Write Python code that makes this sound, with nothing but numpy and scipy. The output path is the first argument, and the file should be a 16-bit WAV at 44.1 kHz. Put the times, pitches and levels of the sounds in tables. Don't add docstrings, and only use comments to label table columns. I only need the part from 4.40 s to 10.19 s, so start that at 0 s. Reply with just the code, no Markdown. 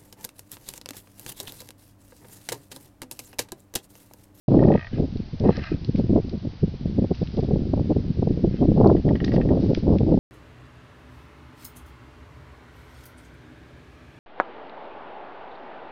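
import sys
import numpy as np
from scipy.fft import rfft, irfft, next_fast_len
from scipy.io import wavfile
from scipy.ndimage import uniform_filter1d, minimum_filter1d, map_coordinates

SR = 44100
rng = np.random.default_rng(int(sys.argv[2]) if len(sys.argv) > 2 else 0)


def to_wav(sig):
    pcm = np.clip(np.atleast_2d(sig), -1, 1) * 32767
    pcm = np.round(pcm).astype(np.int16)
    wavfile.write(sys.argv[1], SR, pcm.T)


N = 255339
TIME = np.arange(N) / SR
MODERATE_DB = -22

# time in seconds, level in dB, half length in seconds,
# centre pitch in Hz.
PUFFS = [(0.145, -12.5, 0.0028, 480), (0.173, -12.5, 0.004, 293), (0.193, -13, 0.0037, 331),
         (0.227, -12, 0.0039, 440), (0.253, -12.5, 0.0064, 330), (0.287, -11.5, 0.0071, 290),
         (0.354, -9.5, 0.0035, 406), (0.543, -26, 0.012, 170), (0.585, -23, 0.0033, 310),
         (0.602, -16, 0.0066, 315), (0.64, -23.5, 0.013, 315), (0.76, -21.5, 0.0039, 249),
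         (0.802, -19.5, 0.0026, 242), (0.941, -26.5, 0.0097, 206), (1.059, -13.5, 0.003, 400),
         (1.093, -12, 0.004, 473), (1.107, -17, 0.0026, 450), (1.181, -21.5, 0.0034, 295),
         (1.321, -16.5, 0.0034, 239.8), (1.345, -23, 0.0075, 246), (1.494, -15, 0.0044, 219),
         (1.552, -14.5, 0.0038, 243.1), (1.598, -17, 0.013, 286), (1.644, -18.5, 0.0046, 224.9),
         (1.706, -16, 0.0056, 260), (1.734, -13, 0.0025, 284), (1.761, -9.5, 0.0031, 384),
         (1.781, -17, 0.0077, 348), (1.849, -24.5, 0.0041, 230), (1.941, -27, 0.014, 297.4),
         (2.054, -22, 0.003085, 335), (2.074, -20, 0.0026, 247), (2.238, -13.5, 0.0077, 250),
         (2.281, -23.5, 0.003, 270), (2.342, -26.5, 0.004, 263.2), (2.46, -17, 0.0026, 273.2),
         (2.59, -14.5, 0.0076, 287), (2.624, -15.5, 0.0054, 269), (2.645, -18.5, 0.0065, 299),
         (2.716, -15.5, 0.0056, 353), (2.819, -17.5, 0.0033, 290), (2.829, -19, 0.003, 320),
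         (2.98, -22.5, 0.0076, 372), (2.993, -15.5, 0.0036, 397), (3.032, -19, 0.0037, 299),
         (3.088, -20.5, 0.0021, 370), (3.116, -17.5, 0.0069, 345), (3.138, -11.5, 0.0036, 265),
         (3.162, -17, 0.0025, 334), (3.339, -14.5, 0.003, 370), (3.379, -21, 0.0041, 373),
         (3.397, -21.5, 0.0025, 422), (3.412, -18.5, 0.0077, 240), (3.512, -16, 0.011, 343),
         (3.567, -14.5, 0.0037, 320), (3.707, -15.5, 0.0051, 191), (3.794, -16.5, 0.0045, 225),
         (3.829, -16.5, 0.0044, 347), (3.875, -14, 0.003, 340), (3.909, -14.5, 0.005, 240),
         (4.048, -12.5, 0.0071, 295), (4.078, -15.5, 0.005, 260), (4.228, -15.5, 0.011, 396),
         (4.255, -15, 0.004, 300), (4.291, -12, 0.0098, 260), (4.319, -11.5, 0.0031, 300),
         (4.403, -12, 0.0022, 390), (4.447, -14.5, 0.0036, 520), (4.464, -9, 0.005, 414),
         (4.499, -12.5, 0.0042, 482), (4.552, -13, 0.004, 320), (4.711, -18.5, 0.0049, 425),
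         (4.732, -16, 0.0025, 275), (4.754, -17, 0.0025, 359), (4.981, -15, 0.004, 345),
         (5.117, -15.5, 0.0046, 380), (5.303, -16, 0.0079, 330), (5.378, -22, 0.0069, 220),
         (5.481, -12, 0.0021, 350), (5.61, -16.5, 0.0067, 315), (5.724, -12.5, 0.0061, 335),
         (5.776, -15.5, 0.0021, 340)]
# frequency in Hz, level in dB.
RUMBLE = [(15, -1), (40, -2.5), (100, 3), (200, -15), (400, -36), (1000, -69)]


def wind(calm_speed=.33, eddy_rate=.99, buffet_db=-0.35, rumble_db=-44):
    # start in seconds, length in seconds, final level in dB, build-up in dB,
    # eddy rate compared with the stream's.
    gust_rows = [(0.075, 0.26, -18.5, -2, 1.22), (0.532, 0.11, -26, 4, 1.13), (1.01, 0.088, -15, 5.5, 1.21),
                 (1.697, 0.094, -18.5, 3, 0.94), (4.198, 0.042, -24, 0, 0.89), (4.381, .15, -16, 0, 1.2),
                 (4.654, 0.057, -19.5, -1, 0.95), (4.921, 0.08, -20, 1, 1.2), (5.11, 0.07, -22, -1.5, 1.25),
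                 (5.472, 0.09, -20, -1.5, 1.234), (5.671, 0.065, -20, 2, 1.255)]
    # frequency in Hz, level in dB.
    buffet_tone = [(15, -11), (45, -4.5), (110, 1), (220, -2.5), (320, -6), (480, -14.5), (700, -28),
                   (1000, -47), (1500, -69), (2500, -100)]
    gusts = np.array([gust(s, length, db, build_db) for s, length, db, build_db, _ in gust_rows])
    gusts *= unit(amp(1.95 * wobble(150)))
    ragged_stream = stream() * unit(amp(3.0 * wobble(150)))
    power = ragged_stream ** 2 + np.sum(gusts ** 2, axis=0)
    pressure = np.sqrt(power) * unit(amp(2.0 * wobble(330)))
    swirl = amp(0.54 * wobble(90))
    speed = np.hypot(calm_speed, (pressure / amp(MODERATE_DB)) ** .27 * swirl)
    fineness = 1 + sum((rate - 1) * blast ** 2 for (*_, rate), blast in zip(gust_rows, gusts)) / power
    travel = np.cumsum(eddy_rate * fineness * speed / np.hypot(calm_speed, 1))
    eddies = noise(colour(buffet_tone), size=2 * N)
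    local_power = uniform_filter1d(uniform_filter1d(eddies ** 2, size=500), size=500)
    eddies /= np.sqrt(np.abs(local_power))
    passing = map_coordinates(eddies, [travel], mode="mirror")
    buffet = filtered(pressure * passing, port)
    return amp(buffet_db) * buffet + amp(rumble_db) * noise(colour(RUMBLE))


def stream(lull_half_s=0.016, fitful_share=.18, swings_per_s=50):
    # time in seconds, level in dB.
    strength = [(0.14, -22.0), (0.38, -23.5), (0.425, -51.0), (0.685, -30.0), (0.875, -41), (1.2, -28.0),
                (1.25, -41.0), (1.475, -30), (2.06, -30), (2.12, -41), (2.535, -27.5), (2.74, -38.5),
                (3.105, -24), (3.62, -26.5), (4.19, -26), (4.37, -21), (4.86, -21.5), (5.12, -20),
                (5.44, -21.5), (5.79, -21)]
    # time in seconds, depth in dB.
    lulls = [(0.974, 12), (1.52, 8), (1.82, 10), (2.0, 10), (2.38, 10.5), (3.544, 7), (3.735, 9.0),
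             (4.271, 9), (4.626, 12), (4.793, 10), (5.357, 10.5), (5.411, 16.0)]
    wind_db = np.interp(TIME, *np.transpose(strength))
    lull_db = sum(depth_db * np.exp(-((TIME - s) / lull_half_s) ** 2) for s, depth_db in lulls)
    swing_db = fitful_share * np.maximum(MODERATE_DB - wind_db, 0)
    return amp(wind_db - lull_db + swing_db * (wobble(swings_per_s) - 1))


def gust(start, length, db, build_db, attack_s=0.01184, release_s=.018):
    end = start + length
    gate = np.interp(TIME, [start - attack_s, start, end, end + release_s], [0, 1, 1, 0])
    return gate * amp(np.interp(TIME, [start, end], [db - build_db, db]))


def puffs(eddies_per_s=327.2, wake_s=0.02, wake_db=-14.5, tone_centre_hz=300, lead_s=.1):
    # frequency in Hz, level in dB.
    eddy_tone = [(25, -13.5), (75, -4), (140, 0.5), (260, 1), (430, -5), (640, -15.5), (900, -32),
                 (2400, -91)]
    track, hz = np.zeros(N + SR), np.fft.rfftfreq(SR // 5, 1 / SR)
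    for s, db, half_s, centre_hz in PUFFS:
        size, strength, jitter, phase = rng.standard_normal((4, 31, 1))
        delay = (np.arange(-15, 16)[:, None] + jitter / 10) / eddies_per_s
        core = np.exp(-(delay / half_s) ** 2 / 2)
        wake = amp(wake_db) * np.exp(-(delay / wake_s) ** 2 / 2)
        force = np.hypot(core, wake)
        eddy_hz = centre_hz * force ** .22 * np.exp(0.09 * size)
        eddies = force * amp(strength) * colour(eddy_tone)(hz * tone_centre_hz / eddy_hz)
        arrival = np.exp(2j * np.pi * (phase - hz * (delay + lead_s)))
        thump = irfft((eddies * arrival).sum(axis=0) * port(hz))
        thump *= np.sqrt(np.sqrt(np.pi) * half_s * SR / np.sum(thump ** 2))
        peak_db = db + 20 * np.log10(np.abs(thump).max())
        add(track, s - lead_s, peak_db, thump)
    return track[:N]


def port(hz):
    # frequency in Hz, width in Hz, level in dB.
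    hollow = [(188, 63, -12)]
    return 1 + resonances(hollow)(hz)


def backwash(lag_s=.013, half_s=0.016, level_db=-34):
    power = swells([(s + lag_s, level_db, half_s) for s, *_ in PUFFS])
    return np.sqrt(power) * noise(colour(RUMBLE))


def grunts(upper_width_hz=260, upper_db=-9.5, echo_db=-5.5, echo_top_hz=2600,
           scatter_db=-27, scatter_fade_s=0.098, trim_db=-0.2):
    # frequency in Hz, width in Hz, level in dB.
    throat_modes = [(704, 410, -8.5), (1187, 98, -4.5), (1833, 320, -2), (3126, 300, -15)]
    # time in seconds, delay in seconds.
    echo_delays = [(.4, 0.003164), (4.6, .00367)]
    track, t = np.zeros(N), np.arange(SR // 10) / SR
    for s, db, upper_hz in fold_snaps():
        scatter = unit(rng.standard_normal(len(t))) * amp(-60 * t / scatter_fade_s) / 2
        pulse = (t == 0) + amp(scatter_db) * scatter
        stretch = 1 + .012 * rng.standard_normal()
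        upper_mode = (upper_hz, upper_width_hz, upper_db)
        modes = [(hz * stretch, width, mode_db + 2.0 * rng.standard_normal())
                 for hz, width, mode_db in throat_modes + [upper_mode]]
        echo_s = np.interp(s, *np.transpose(echo_delays)) / stretch
        echo = lambda f: amp(echo_db) * np.exp(-2j * np.pi * f * echo_s) / (1 + (f / echo_top_hz) ** 10)
        tick = filtered(pulse, lambda f: throat(modes)(f) * (1 + echo(f) + 1.2 * echo(f) ** 2))
        add(track, s, db + trim_db, tick)
    return track


def fold_snaps(scatter_db=0.4):
    # time in seconds,
    # snaps per second, level in dB, upper throat tone in Hz.
    grunt_shapes = [
        [(.192, 22.6, -33, 2530), (.237, 20.5, -30.5, 2510), (.288, 30.4, -30.5, 2450), (.32, 49.7, -29, 2550),
         (.36, 56, -27.5, 2500), (.412, 61, -29.5, 2500), (.48, 24, -30, 2400)],
        [(1.087, 49, -39, 2686), (1.147, 49.4, -38, 2580), (1.19, 36, -31, 2420), (1.217, 57, -39, 2450),
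         (1.272, 57, -34.5, 2440), (1.287, 61, -39.5, 2485), (1.33, 41, -54, 2633)],
        [(4.566, 8.13, -35.5, 2970), (4.689, 15.16, -29.5, 2970), (4.754, 20.9, -26.5, 2990),
         (4.83, 27.8, -26, 2950), (4.96, 20.4, -30.5, 2720), (5.013, 13.1, -29, 2642), (5.12, 12, -35.5, 2351)],
    ]
    for grunt in grunt_shapes:
        times, *controls = np.transpose(grunt)
        s = times[0]
        while s < times[-1]:
            rate, db, upper_hz = [np.interp(s, times, control) for control in controls]
            yield s, db + scatter_db * rng.standard_normal(), upper_hz
            s += 1 / max(rate, 1)


def throat(modes):
    return lambda f: sum(amp(db) * resonances([(hz, width, 0)])(f) ** 2 for hz, width, db in modes)


def rasp(rough_db=3.0, waver=0.011, surge_db=1, open_half_s=0.0027):
    # time in seconds, level in dB before the surges, half length in seconds.
    breaths = [(.56, -54.5, 0.026), (1.15, -51, 0.074), (1.268, -47, 0.052), (4.16, -59, 0.034)]
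    # frequency in Hz, width in Hz, level in dB.
    open_throat = [(737, 120, -3.5), (1300, 170, -4), (1610, 210, -0.5), (2080, 210, -2), (2500, 600, -4.5),
                   (4200, 990, -10.5), (4940, 900, -13.5)]
    # time in seconds, level in dB, half length in seconds, pitch in Hz.
    whistles = [(.538, -55, .008, 3000), (0.547, -54, .006, 1680), (1.064, -52, 0.011, 1860),
                (1.122, -54.5, 0.02, 4040), (1.27, -49, .007, 2020), (4.196, -57.5, 0.015, 3170)]
    air = rng.standard_normal(N) * amp(rough_db * wobble(220))
    surges = 2.0 + swells([(s + open_half_s, surge_db, open_half_s) for s, _, _ in fold_snaps()])
    hoarse = np.sqrt(swells(breaths) * surges) * unit(filtered(air, throat(open_throat)))
    wavering_time = np.cumsum(1 + waver * wobble(120)) / SR
    squeaks = sum(np.sqrt(swells([(s, db, half_s)])) * unit(np.sin(2 * np.pi * hz * wavering_time))
                  for s, db, half_s, hz in whistles)
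    return hoarse + squeaks


def stalks(crack_fade_s=0.0098, shiver_db=-28, shiver_fade_s=0.52, width_hz=1800, boost_db=2):
    # start in seconds, peak in dB before the boost, centre pitch in Hz.
    breaks = [(0.7714, -36, 4350), (0.998, -32, 4170), (1.169, -29, 4920), (1.4469, -29.5, 4050),
              (1.559, -36.5, 2500), (1.895, -33.5, 4470), (2.747, -38, 2200), (2.8731, -36.5, 2950),
              (2.9685, -35.5, 4290), (3.005, -36.5, 4890), (4.473, -31, 4690), (4.846, -18.5, 4890),
              (5.3478, -25, 4550), (5.349, -23, 2310), (5.585, -34, 2890)]
    track, t = np.zeros(N), np.arange(SR // 16) / SR
    fade = amp(-60 * t / crack_fade_s) + amp(shiver_db - 60 * t / shiver_fade_s)
    for s, db, hz in breaks:
        crack = rng.standard_normal(len(t)) * fade
        add(track, s, db + boost_db, filtered(crack, resonances([(hz, width_hz, 0)])))
    return track


def grass(crackle_db=3.0):
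    # time in seconds, level in dB, half length in seconds.
    brushes = [(1.42, -59.5, 0.066), (1.58, -50, 0.02), (2.757, -47.5, 0.013), (2.81, -51, 0.055),
               (2.99, -54, 0.095), (3.51, -56.5, 0.019), (4.87, -56, 0.02), (4.945, -42.5, 0.018),
               (5.25, -48.5, 0.054), (5.37, -48.5, 0.04)]
    # frequency in Hz, level in dB.
    grass_tone = [(500, -17), (1200, 1), (3000, -1), (4900, 5), (6500, -2.5)]
    crackle = unit(noise(colour(grass_tone)) * amp(crackle_db * wobble(600)))
    return np.sqrt(swells(brushes)) * crackle


def hiss(level_db=-50):
    # frequency in Hz, level in dB.
    hiss_tone = [(30, 11), (300, 7.5), (700, 9.5), (1200, 1.5), (2500, 1), (3500, 2), (4800, 3), (6500, 0)]
    return amp(level_db) * noise(colour(hiss_tone))


def amp(db):
    return 10 ** (np.asarray(db) / 20)


def unit(x):
    return x / np.sqrt(np.mean(x ** 2) + 1e-20)


def colour(points):
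    f, db = np.transpose(points)
    return lambda hz: amp(np.interp(np.log(hz + 1), np.log(f), db))


def resonances(modes):
    return lambda f: sum((-1) ** k * amp(db) * 1j * f * width / (hz * hz - f * f + 1j * f * width)
                         for k, (hz, width, db) in enumerate(modes))


def filtered(x, curve):
    size = next_fast_len(len(x) + 8192)
    return irfft(rfft(x, size) * curve(np.fft.rfftfreq(size, 1 / SR)), size)[:len(x)]


def noise(curve, size=N):
    return unit(filtered(rng.standard_normal(size), curve))


def wobble(rate):
    return map_coordinates(rng.standard_normal(int(N * rate / SR) + 4), [TIME * rate])


def swells(rows):
    return sum(amp(db) ** 2 * np.exp(-((TIME - s) / half_s) ** 2) for s, db, half_s in rows)


def add(track, start_s, peak_db, sound):
    part = track[round(start_s * SR):][:len(sound)]
    part += amp(peak_db) * sound[:len(part)] / np.abs(sound).max()


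def scene():
    return (wind() + puffs() + backwash() + grunts() + rasp() + grass() + stalks() + hiss())[None]


def record(dry, start_s=.081, ceiling=.85, top_hz=6600):
    # frequency in Hz, level in dB.
    treble = [(4800, 1), (5300, -2.5), (5900, -7), (6400, -15), (7000, -22.5)]
    sound = dry[0] * np.clip((TIME - start_s) * 1000, 0, 1)
    needed_gain = ceiling / np.maximum(np.abs(sound), ceiling)
    held_gain = minimum_filter1d(needed_gain, size=300)
    smooth_gain = uniform_filter1d(uniform_filter1d(held_gain, size=150), size=150)
    return filtered(sound * smooth_gain, lambda hz: colour(treble)(hz) * (hz < top_hz))[None]


dry = scene()
out = record(dry)
to_wav(out)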